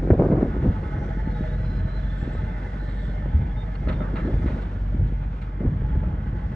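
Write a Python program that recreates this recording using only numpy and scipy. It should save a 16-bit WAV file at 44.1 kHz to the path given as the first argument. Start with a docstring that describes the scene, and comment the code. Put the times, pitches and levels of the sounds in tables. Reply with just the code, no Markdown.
"""A gust bursts against the microphone over the hum of a tracked excavator idling in an open yard.
Engine: harmonics of the firing rate and coloured noise that pulses with it. Pump: narrow-band whistles.
Moving arm and bucket: valve hiss from noise, pin squeaks from gliding resonances, clunks from decaying
noise and ringing modes. Wind: low rumble, faster flutter and damped thumps of single eddies."""
import sys
import numpy as np
from scipy import signal
from scipy.fft import rfft, irfft, next_fast_len
from scipy.io import wavfile
from scipy.ndimage import uniform_filter1d

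SR = 44100
rng = np.random.default_rng(int(sys.argv[2]) if len(sys.argv) > 2 else 0)


def log_audio(samples):
    """Write samples as a 16-bit WAV file to the path given in sys.argv[1]."""
    # one column per channel
    frames = np.atleast_2d(samples).T
    # limit to full scale, then quantise
    limited = np.clip(frames, -1, 1)
    pcm = np.round(limited * 32767).astype(np.int16)
    wavfile.write(sys.argv[1], SR, pcm)


N = 288855  # length in samples

# engine firing rate, which steps up once: t/s, f/Hz
FIRING_RATE = [(0, 46.72), (2.55, 46.63), (2.75, 47.58), (4.5, 47.47), (6.55, 47.67)]
# hydraulics at work: t/s, pump whine level/dB, oil hiss level/dB, throbbing valve tone level/dB
HYDRAULIC_WORK = [(0, -58.5, -65, -54), (.5, -54, -64.5, -56.5), (1.1, -48.5, -64.5, -47.5),
                  (1.6, -51, -64.5, -54.5), (2.15, -50, -64.5, -55.5), (2.6, -48.5, -63.5, -51.5),
                  (3.1, -52.5, -65.5, -61.5), (3.3, -53.5, -65.5, -54), (3.75, -52.5, -67.5, -54.5),
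                  (3.95, -54, -65.5, -55.5), (4.6, -53, -63.5, -57), (4.9, -55, -69, -66),
                  (5.75, -57, -71, -60.5), (5.9, -54, -70, -51), (6.06, -56, -69, -48.5),
                  (6.15, -53, -70, -58), (6.55, -53.5, -66.5, -57)]


def engine_hum():
    """Periodic firing radiates a harmonic series: a nearly pure fundamental with weak overtones."""
    # level of the hum: t/s, level/dB
    hum_level = [(0, -26), (.6, -33), (1.1, -29), (1.9, -27.5), (2.3, -31), (3.2, -26), (3.7, -30),
                 (4.2, -29), (4.4, -25), (4.65, -31), (5.05, -24), (5.3, -31), (5.7, -28.5), (6.1, -31),
                 (6.55, -30.5)]
    # overtones: multiple of the firing rate, level relative to the fundamental/dB
    overtones = [(2, -10.5), (3, -16.5)]
    (level_db,) = curves(hum_level)
    phase = 2 * np.pi * firing_cycles()
    hum = np.sin(phase)
    for multiple, overtone_db in overtones:
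        hum = hum + amp(overtone_db) * np.cos(multiple * phase)
    return np.sqrt(2) * amp(level_db + 1.2 * wander(5, N)) * hum


def engine_clatter():
    """Amplitude modulation of noise: each firing starts a pulse that decays within its cycle."""
    # spectrum of engine and fan: f/Hz, relative density/dB per Hz
    clatter_colour = [(60, -37.5), (100, -1.5), (172, 0.5), (348, -18.5), (480, -20.5), (634, -21.5),
                      (760, -14.5), (969, -21), (1190, -20.5), (1740, -25.5), (2110, -28.5), (2350, -31.5),
                      (2600, -36.5), (2950, -36.5), (3300, -36.5), (4500, -55.5), (8000, -81)]
    mean_db, follows = -37, 0.48  # follows: share of the hiss's dB swing
    hiss_db = curves(HYDRAULIC_WORK)[1]
    pulse = 1 + 0.38 * np.exp(-(firing_cycles() % 1) / 0.14)
    throb = pulse * amp(1.4 * wander(77, N) + 0.5 * wander(4.7, N))
    clatter = evened(coloured(rng.standard_normal((2, N)) * throb, clatter_colour))
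    return drifting(clatter, 1.7) * amp(mean_db + follows * (hiss_db - hiss_db.mean()))


def pump():
    """Narrow-band resonance: fuzzy whistles that swell by chance, and a valve tone on the engine's cycle."""
    # whine of pump and pipes: f/Hz, bandwidth/Hz, relative level/dB, level change at rest/dB
    pipe_whistles = [(472, 26, -5, 2), (515, 30, -9, 0), (622, 42, 0, -1), (678, 20, -15, 0),
                     (735, 50, -13, 3), (1278, 20, -6.5, -4), (1365, 40, -15, 4), (1510, 35, -12, 0),
                     (1590, 25, -15, 0), (1470, 100, -5, 0), (1695, 26, -10, -1), (1768, 36, -8.5, -9),
                     (1915, 35, -15, 0), (1965, 40, -16, -3), (2080, 70, -11, -2)]
    rest_span_s = (3.9, 5.5)  # the arm comes to rest over this span
    valve_hz, valve_width_hz, firings_per_throb = 848, 42, 4
    whine_db, _, valve_db = curves(HYDRAULIC_WORK)
    rest = np.interp(np.arange(N) / SR, rest_span_s, (0, 1))
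    load_drift = wander(1.2, N)  # load pulls the pitch of all whistles together

    whine = np.zeros((2, N))
    for hz, width, level_db, rest_db in pipe_whistles:
        swell = amp(level_db + rest_db * rest + 2.0 * wander(2.6, N) + 2.0 * wander(13, N))
        pitch = hz * (1 + .002 * load_drift) + .25 * width * wander(3, N)
        whine += swell * whistle(N, pitch, width, .5)

    beat = np.cos(2 * np.pi * firing_cycles() / firings_per_throb)
    valve_gain = amp(valve_db + 8 * (beat - .2) + 1.5 * wander(8, N))
    valve = valve_gain * whistle(N, valve_hz + 22 * wander(8, N), valve_width_hz, 1.6)
    return whine * amp(whine_db + 1.5 * beat) + valve


def hiss():
    """Turbulent flow noise: oil forced through the valves gives broadband noise that flickers."""
    # spectrum of the oil hiss: f/Hz, relative density/dB per Hz
    hiss_colour = [(2000, -10), (3200, 7.5), (4000, 2.5), (5000, -2), (6000, -4), (7500, -9.5), (9500, -14),
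                   (10600, -20), (11000, -11), (11500, -39), (14000, -37)]
    flicker = amp(0.75 * wander(40, N) + 0.74 * wander(6.3, N))
    noise = evened(coloured(rng.standard_normal((2, N)) * flicker, hiss_colour))
    return noise * amp(curves(HYDRAULIC_WORK)[1])


def squeaks():
    """Stick-slip friction in a loaded pin excites one wavering resonance; narrow ones sing more steadily."""
    # squeaks and groans: start t/s, end t/s, start f/Hz, end f/Hz, bandwidth/Hz, level/dB
    pin_squeaks = [(0.891, 1.221, 5800, 5940, 300, -73.5), (1.1, 1.7, 4170, 4190, 80, -72),
                   (1.283, 1.58, 3500, 3520, 110, -68), (1.28, 1.62, 3815, 3770, 60, -67),
                   (1.46, 2.2, 4085, 3910, 60, -63.5), (1.6, 1.83, 5060, 5000, 110, -74),
                   (1.75, 2.5, 3790, 3820, 60, -73), (1.7, 2.65, 4180, 4180, 70, -73.5),
                   (1.88, 2.4, 3490, 3460, 60, -63.5), (1.95, 2.8, 3450, 3350, 200, -66),
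                   (2.3, 2.5, 3900, 4000, 200, -70), (2.03, 2.47, 7660, 7640, 60, -78),
                   (2.76, 2.95, 4050, 4200, 260, -66), (2.75, 3.2, 7700, 7700, 90, -81),
                   (2.85, 3.1, 3780, 3600, 200, -65), (2.9, 3.2, 4200, 4150, 120, -71),
                   (2.85, 3.15, 3250, 3200, 150, -69), (2.75, 3.22, 3450, 3600, 150, -65.5),
                   (3.1, 3.9, 3450, 3300, 180, -69.5), (3.56, 3.65, 3625, 3635, 32, -55.5),
                   (3.935, 3.978, 3620, 3610, 22, -59.5), (3.985, 4.05, 3600, 3610, 30, -62),
                   (4.19, 4.287, 4153, 4200, 120, -65.5), (3.97, 4.11, 1430, 1520, 160, -50),
                   (4.0, 4.08, 1200, 1280, 130, -48.5), (4.01, 4.09, 1750, 1850, 250, -54),
                   (4.19, 4.3, 1780, 1650, 220, -51), (4.18, 4.27, 1350, 1400, 160, -51)]
    out = np.zeros((2, N))
    for start_s, end_s, start_hz, end_hz, width, level_db in pin_squeaks:
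        n = round((end_s - start_s) * SR)
        taper = signal.windows.tukey(n, .3 + min(end_s - start_s, .5))
        spurts = amp(level_db + 2.2 * wander(22, n)) * taper
        glide = start_hz + (end_hz - start_hz) * np.linspace(0, 1, n) ** 3  # moves mostly near its end
        pitch = glide + .25 * width * wander(12, n)
        add(out, start_s, whistle(n, pitch, width, 40 / width) * spurts)
    return out


def clunks():
    """Impact on heavy steel excites many modes at once: a dense noise burst, and a few modes that ring."""
    # bucket linkage knocks: start t/s, initial burst level/dB, t60/s, brightness/dB per octave
    knocks = [(0.934, -43.5, 0.056, -3), (3.222, -43, .08, -6), (3.256, -43, 0.06, -9),
              (3.312, -46.5, 0.038, -8), (3.752, -31, .03, 0), (3.872, -32.5, 0.044, -9.5),
              (3.883, -31, 0.19, -1), (3.899, -32, 0.14, -6), (3.925, -37, 0.07, 2),
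              (4.004, -38.5, 0.56, -12), (4.1, -44, .1, -11.5), (4.155, -32, 0.26, -2),
              (4.176, -41.5, 0.16, -4.5), (4.195, -40.5, .1, -10), (4.305, -47, 0.065, -5),
              (4.46, -41.5, 0.89, -1.5), (4.618, -46, 0.095, 5), (5.071, -55, 0.19, 7),
              (5.415, -45, 0.12, 4), (5.889, -46.5, 0.13, -6.5), (6.033, -44, 0.17, -9)]
    # spectrum of a knock: f/Hz, relative density/dB per Hz
    steel_colour = [(240, -21.5), (400, -9.5), (591, 4), (724, -13), (857, 1.5), (1380, -1), (2090, -2.5),
                    (2480, -10), (3320, -14.5), (3900, -15), (5000, -32.5), (8000, -41.5), (12000, -50.5)]
    # ringing modes: f/Hz, relative level/dB, longest t60/s
    steel_modes = [(607, -11, 0.067), (1270, -10, 0.13), (1332, -13, 0.19), (2040, -18, 0.13),
                   (2800, -19, 0.055), (4200, -16.5, 0.021)]
    out, t = np.zeros((2, N)), np.arange(SR // 2) / SR
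    for start_s, level_db, t60, tilt_db in knocks:
        burst = rng.standard_normal((2, len(t))) * amp(1.5 * wander(150, len(t)))  # loose parts rattle
        tilt = [(500, -2 * tilt_db), (8000, 2 * tilt_db)]
        burst = evened(coloured(coloured(burst, steel_colour), tilt))
        burst = burst * amp(-60 * t / max(t60, .01))
        for hz, mode_db, mode_t60 in steel_modes:
            detune, chance = rng.standard_normal(2)
            start_db = mode_db + 4 + 1.5 * chance + tilt_db * np.log2(hz / 2000)
            ring_gain = amp(start_db - 60 * t / min(mode_t60, t60))
            burst = burst + ring_gain * np.sin(2 * np.pi * hz * (1 + 0.011 * detune) * t)
        onset = 1 - np.exp(-t / 0.0025)
        add(out, start_s, burst * amp(level_db) * onset)
    return out


def eddies():
    """Pressure pulses of single eddies: damped oscillations, the hardest starting with a snap of noise."""
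    # thumps on the microphone: start t/s, peak level/dB, f/Hz, decay length/cycles
    eddy_thumps = [(.074, -13, 294, 1.1), (0.091, -21.5, 258, 1.4), (.103, -1, 343, 3.4),
                   (.105, -11, 560, 2), (0.116, -5, 92, 1.8), (.132, -9.5, 426, 4.6), (0.193, -8, 381, 3.7),
                   (0.195, -8, 131.6, 2.2), (.197, -8, 510, 1.9), (0.221, -7, 432, 1.2),
                   (.236, -17, 584, 2), (.249, -13, 350, 0.63), (0.26, -24.5, 520, 2),
                   (.288, -12, 298, 1.4), (0.313, -15.5, 235, 1.2), (.371, -14, 350, 1.6),
                   (0.396, -13, 298, 0.46), (.42, -29.5, 550, 1.8), (0.429, -12.5, 281, 0.73),
                   (0.461, -18, 332, 1), (.573, -20, 266, 2.1), (0.66, -13.5, 199, 3.1),
                   (0.68, -10, 77, 2.5), (0.962, -25, 108, 2.9), (0.984, -21, 350, 0.83),
                   (1.017, -25, 109, 3), (1.17, -21, 208, 1.56), (1.274, -13.5, 173, 0.94),
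                   (1.408, -11.5, 148, 0.41), (1.697, -18.5, 98, 1.1), (1.85, -13.5, 102, 0.93),
                   (2.227, -12.5, 126, 0.56), (2.276, -16.5, 204, 0.94), (2.351, -25, 470, 0.65),
                   (2.387, -22, 87, 1.2), (2.433, -19, 98, 3.2), (3.082, -19.5, 112, 1.5),
                   (3.258, -24, 413, 1.1), (3.339, -13, 75.1, 12), (3.383, -30, 219, 2),
                   (3.411, -16, 105, 3.6), (3.872, -21, 295, 1.8), (4.011, -23, 248, 7.7),
                   (4.139, -18.5, 237, 1.8), (4.25, -17.5, 259, 2.4), (4.274, -18, 322, 5.2),
                   (4.342, -14.5, 121, 0.41), (4.443, -12.5, 152, 0.94), (4.459, -13.5, 238, 1.8),
                   (4.528, -21, 212, 5.8), (4.946, -18, 202, 1.3), (4.993, -13, 83, 2.4),
                   (5.024, -12, 75, 2.1), (5.123, -21, 202, 0.99), (5.605, -16.5, 190, 2.7),
                   (5.615, -27, 476, 2.5), (5.651, -15, 252, 2.3), (5.67, -11.5, 61.7, 0.92),
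                   (5.814, -13, 75, 3.3), (5.82, -26.5, 350, 1.1), (5.953, -22.5, 248, 1.4),
                   (6.326, -18.5, 112, 1.5)]
    # spectrum of the snap: f/Hz, relative level/dB
    snap_colour = [(600, -11.5), (1200, -4), (2200, 6), (3000, -6), (4000, -16)]
    snap_s, snap_db, snap_grows = .003, -24, 2.5  # peak time, gain for a 0 dB thump, dB per dB
    thumps, snap_gain, t = np.zeros(N), np.zeros(N), np.arange(SR // 40) / SR
    for start_s, peak_db, hz, cycles in eddy_thumps:
        u = np.arange(round(3 * cycles / hz * SR)) * hz / SR  # time in cycles
        onset = 1 - np.exp(-(u / 0.39) ** 2)
        thump = np.sin(2 * np.pi * u) * np.exp(-2.5 * u / cycles) * onset
        add(thumps, start_s, amp(peak_db) * thump / abs(thump).max())
        snap = t / snap_s * np.exp(1 - t / snap_s)
        add(snap_gain, start_s, amp(snap_db + snap_grows * peak_db) * snap)
    return thumps + snap_gain * evened(coloured(rng.standard_normal(N), snap_colour))


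def wind():
    """Turbulent pressure on the microphone: lumpy low rumble, flutter in strong gusts, and eddy thumps."""
    # gusts: t/s, rumble level/dB, flutter level/dB
    gusts = [(0, -36, -33), (.07, -29.5, -29), (.097, -24, -28), (.107, -15, -15), (.12, -14, -27),
             (.137, -17, -20), (.16, -25, -32), (.185, -23, -24), (.225, -23, -17.5), (.27, -24, -19.5),
             (.33, -25, -24), (.4, -23, -22), (.46, -25.5, -25), (.54, -29, -35), (.67, -22, -25.5),
             (.75, -27, -38.5), (1, -26, -33.5), (1.3, -29, -43), (1.85, -27.5, -42.5), (2.05, -30.5, -50),
             (2.3, -27.5, -41.5), (2.65, -35, -43.5), (3.25, -31, -44), (3.37, -21, -45), (3.52, -31, -50),
             (3.76, -33.5, -55), (3.89, -25, -33), (4.05, -32, -35), (4.27, -24, -33), (4.6, -29, -38.5),
             (4.88, -28.5, -45), (5.03, -26.5, -39.5), (5.2, -30, -48.5), (5.56, -31.5, -45),
             (5.65, -24.5, -32), (5.72, -26, -44), (5.95, -27.5, -42), (6.55, -29.5, -46)]
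    # spectra of rumble and flutter: f/Hz, relative density/dB per Hz
    rumble_colour = [(20, -21), (35, -6), (45, -1), (62, 7), (90, 0.5), (130, 0), (200, -7.5), (300, -20.5),
                     (500, -65.5)]
    flutter_colour = [(71, -54.5), (120, 3.5), (357, 0), (387, -2.5), (474, -7.5), (521, -7.5), (812, -26),
                      (1800, -44), (3000, -78.5), (3900, -78.5), (6600, -120)]
    # spectrum of the rasp that brightens strong flutter: f/Hz, gain/dB
    rasp_colour = [(350, -10), (700, 12), (1600, 14)]
    # share of wind noise that differs between the two ports: f/Hz, gain/dB
    port_difference = [(400, -24), (800, -2), (1300, 9.5), (3000, -0.5)]
    # wind noise dies out in the treble: f/Hz, gain/dB
    treble_loss = [(1500, -1), (3200, -24.5), (6000, -56.5)]
    rasp_grows = .4  # dB per dB of flutter level
    stir_rumble, stir_flutter = 0.17, 0.26  # gains by which each eddy stirs the noise around it
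    rumble_db, flutter_db = curves(gusts)
    swirl = wander(3.3, N)  # shared by rumble and flutter

    lumps = amp(1.8 * wander(17, N) + 1.2 * swirl)
    rumble = evened(coloured(rng.standard_normal(N) * lumps, rumble_colour))
    pops = amp(3.0 * wander(170, N) + 1.5 * wander(30, N) + 0.9 * swirl)
    flutter = evened(coloured(rng.standard_normal((2, N)) * pops, flutter_colour))

    thumps = eddies()
    quick = coloured(thumps, [(130, -19.0), (300, 1.5)])  # mainly quick eddies stir the flutter
    rumble = rumble * (amp(rumble_db) + stir_rumble * envelope(thumps))
    shared, apart = flutter * (amp(flutter_db) + stir_flutter * envelope(quick))
    shared = shared + coloured(shared, rasp_colour) * amp(rasp_grows * flutter_db)
    apart = coloured(apart + 0.31 * thumps, port_difference)
    return coloured(rumble + shared + thumps + np.array([apart, -apart]), treble_loss)


def ports(a, b):
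    """Partial coherence: two unrelated versions of a far sound become left and right, shifted in phase."""
    # coherence: f/Hz, left-right likeness from 0 to 1
    likeness = [(300, 0.88), (600, 0.56), (900, 0.46), (1500, 0.52), (2500, 0.78), (5000, 0.55),
                (7500, 0.6), (9000, 0.9), (13000, 0.97)]
    # phase: f/Hz, lead of the left/rad
    left_lead = [(340, 1), (600, -1), (860, -4.5), (1120, -2.5), (1380, -5), (1890, -6), (2580, -6),
                 (3010, -4.5), (5000, -5.5), (8000, -5)]
    # balance: f/Hz, left over right/dB
    left_lean = [(500, 3.5), (800, -2), (1220, -4), (1870, -2.5), (2870, -2.5), (5000, -5.5), (8000, 0)]
    n = next_fast_len(N)
    hz = np.fft.rfftfreq(n, 1 / SR)
    same = np.clip(read(likeness, hz), 0, 1)
    lean = amp(read(left_lean, hz) / 2)
    left = rfft(a, n)
    alike = same * left * np.exp(-1j * read(left_lead, hz))
    right = alike + np.sqrt(1 - same ** 2) * rfft(b, n)
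    return irfft(np.array([left * lean, right / lean]), n)[:, :N]


def firing_cycles():
    """Phase is the integral of frequency: the running count of firings."""
    return np.cumsum(curves(FIRING_RATE)[0]) / SR


def whistle(n, hz, width, steady=0):
    """Heterodyning: two versions of slow complex noise plus a steady part, shifted up to the curve hz."""
    a, b = rng.standard_normal((2, 2, n // 8 + 2))  # made at an eighth of the sample rate
    pole = np.exp(-np.pi * 1.5 * width * 8 / SR)
    slow = signal.lfilter([1], np.convolve([1, -pole], [1, -pole]), a + 1j * b)
    slow = slow / slow.std() + steady
    parts = np.repeat(slow, 8, axis=1).view(float).reshape(2, -1, 2)  # real and imaginary
    fine = uniform_filter1d(parts, size=16, axis=1)
    phase = 2 * np.pi * np.cumsum(hz * np.ones(n)) / SR
    return evened(fine[:, :n, 0] * np.cos(phase) + fine[:, :n, 1] * np.sin(phase))


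def envelope(x):
    """Short-time rms over the span that an eddy stirs, trailing it a little."""
    stir_s = 0.018  # half the window; the envelope lags by half of this
    window = np.hanning(round(2 * stir_s * SR)) / (stir_s * SR)
    power = signal.oaconvolve(x ** 2, window)[round(stir_s * SR / 2):][:N]
    return np.sqrt(abs(power))


def drifting(x, depth_db):
    """Time-varying filtering: broad patches of the spectrum swell and sink slowly."""
    z = signal.stft(x, nperseg=1024)[2]
    patches = rng.standard_normal(z.shape[1:])
    for _ in range(2):
        patches = uniform_filter1d(patches, size=6, axis=0)  # across frequency
        patches = uniform_filter1d(patches, size=24, axis=1)  # across time
    return signal.istft(z * amp(depth_db * evened(patches)), nperseg=1024)[1][:, :N]


def wander(hz, shape):
    """Low-pass random fluctuation of rms 1, smoothed twice over 1/hz seconds."""
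    size = max(int(SR / hz), 2)
    smooth = uniform_filter1d(rng.standard_normal(shape), size)
    return evened(uniform_filter1d(smooth, size))


def coloured(x, points):
    """Linear filtering: multiplies the spectrum by a gain curve in dB."""
    n = next_fast_len(x.shape[-1] + SR // 10)
    gain = amp(read(points, np.fft.rfftfreq(n, 1 / SR)))
    return irfft(rfft(x, n) * gain, n)[..., :x.shape[-1]]


def read(points, hz):
    """Interpolates a table along a logarithmic frequency scale."""
    f, value = np.transpose(points)
    return np.interp(np.log(hz + 1), np.log(f + 1), value)


def curves(rows):
    """Interpolates each column of a table linearly in time."""
    s, *columns = np.transpose(rows)
    return [np.interp(np.arange(N) / SR, s, column) for column in columns]


def amp(db):
    """Amplitude ratio of a level in dB."""
    return 10 ** (np.asarray(db) / 20)


def evened(x):
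    """Normalises to an rms of 1."""
    return x / np.sqrt(np.mean(x ** 2) + 1e-20)


def add(mix, s, sound):
    """Superposition: adds a sound to the mix from s seconds on, cut at the end."""
    part = mix[..., round(s * SR):][..., :sound.shape[-1]]
    part += sound[..., :part.shape[-1]]


def scene():
    """Superposition of the central hum, the partly coherent machine sounds and the wind."""
    machine = engine_clatter() + pump() + hiss() + squeaks() + clunks()
    return engine_hum() + ports(*machine) + wind()


def record(dry):
    """Soft saturation of the loudest gusts; bass folded to mono; then the band limit."""
    mono_hz, edge_hz = 495, 14500  # the two ports agree below mono_hz
    left, right = .92 * np.tanh(dry / .92)
    high = signal.butter(6, mono_hz, "high", fs=SR, output="sos")
    side = signal.sosfiltfilt(high, (left - right) / 2)
    both = (left + right) / 2 + np.array([side, -side])
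    band = signal.ellip(8, .05, 50, edge_hz, fs=SR, output="sos")
    return signal.sosfiltfilt(band, both)


dry = scene()
out = record(dry)
log_audio(out)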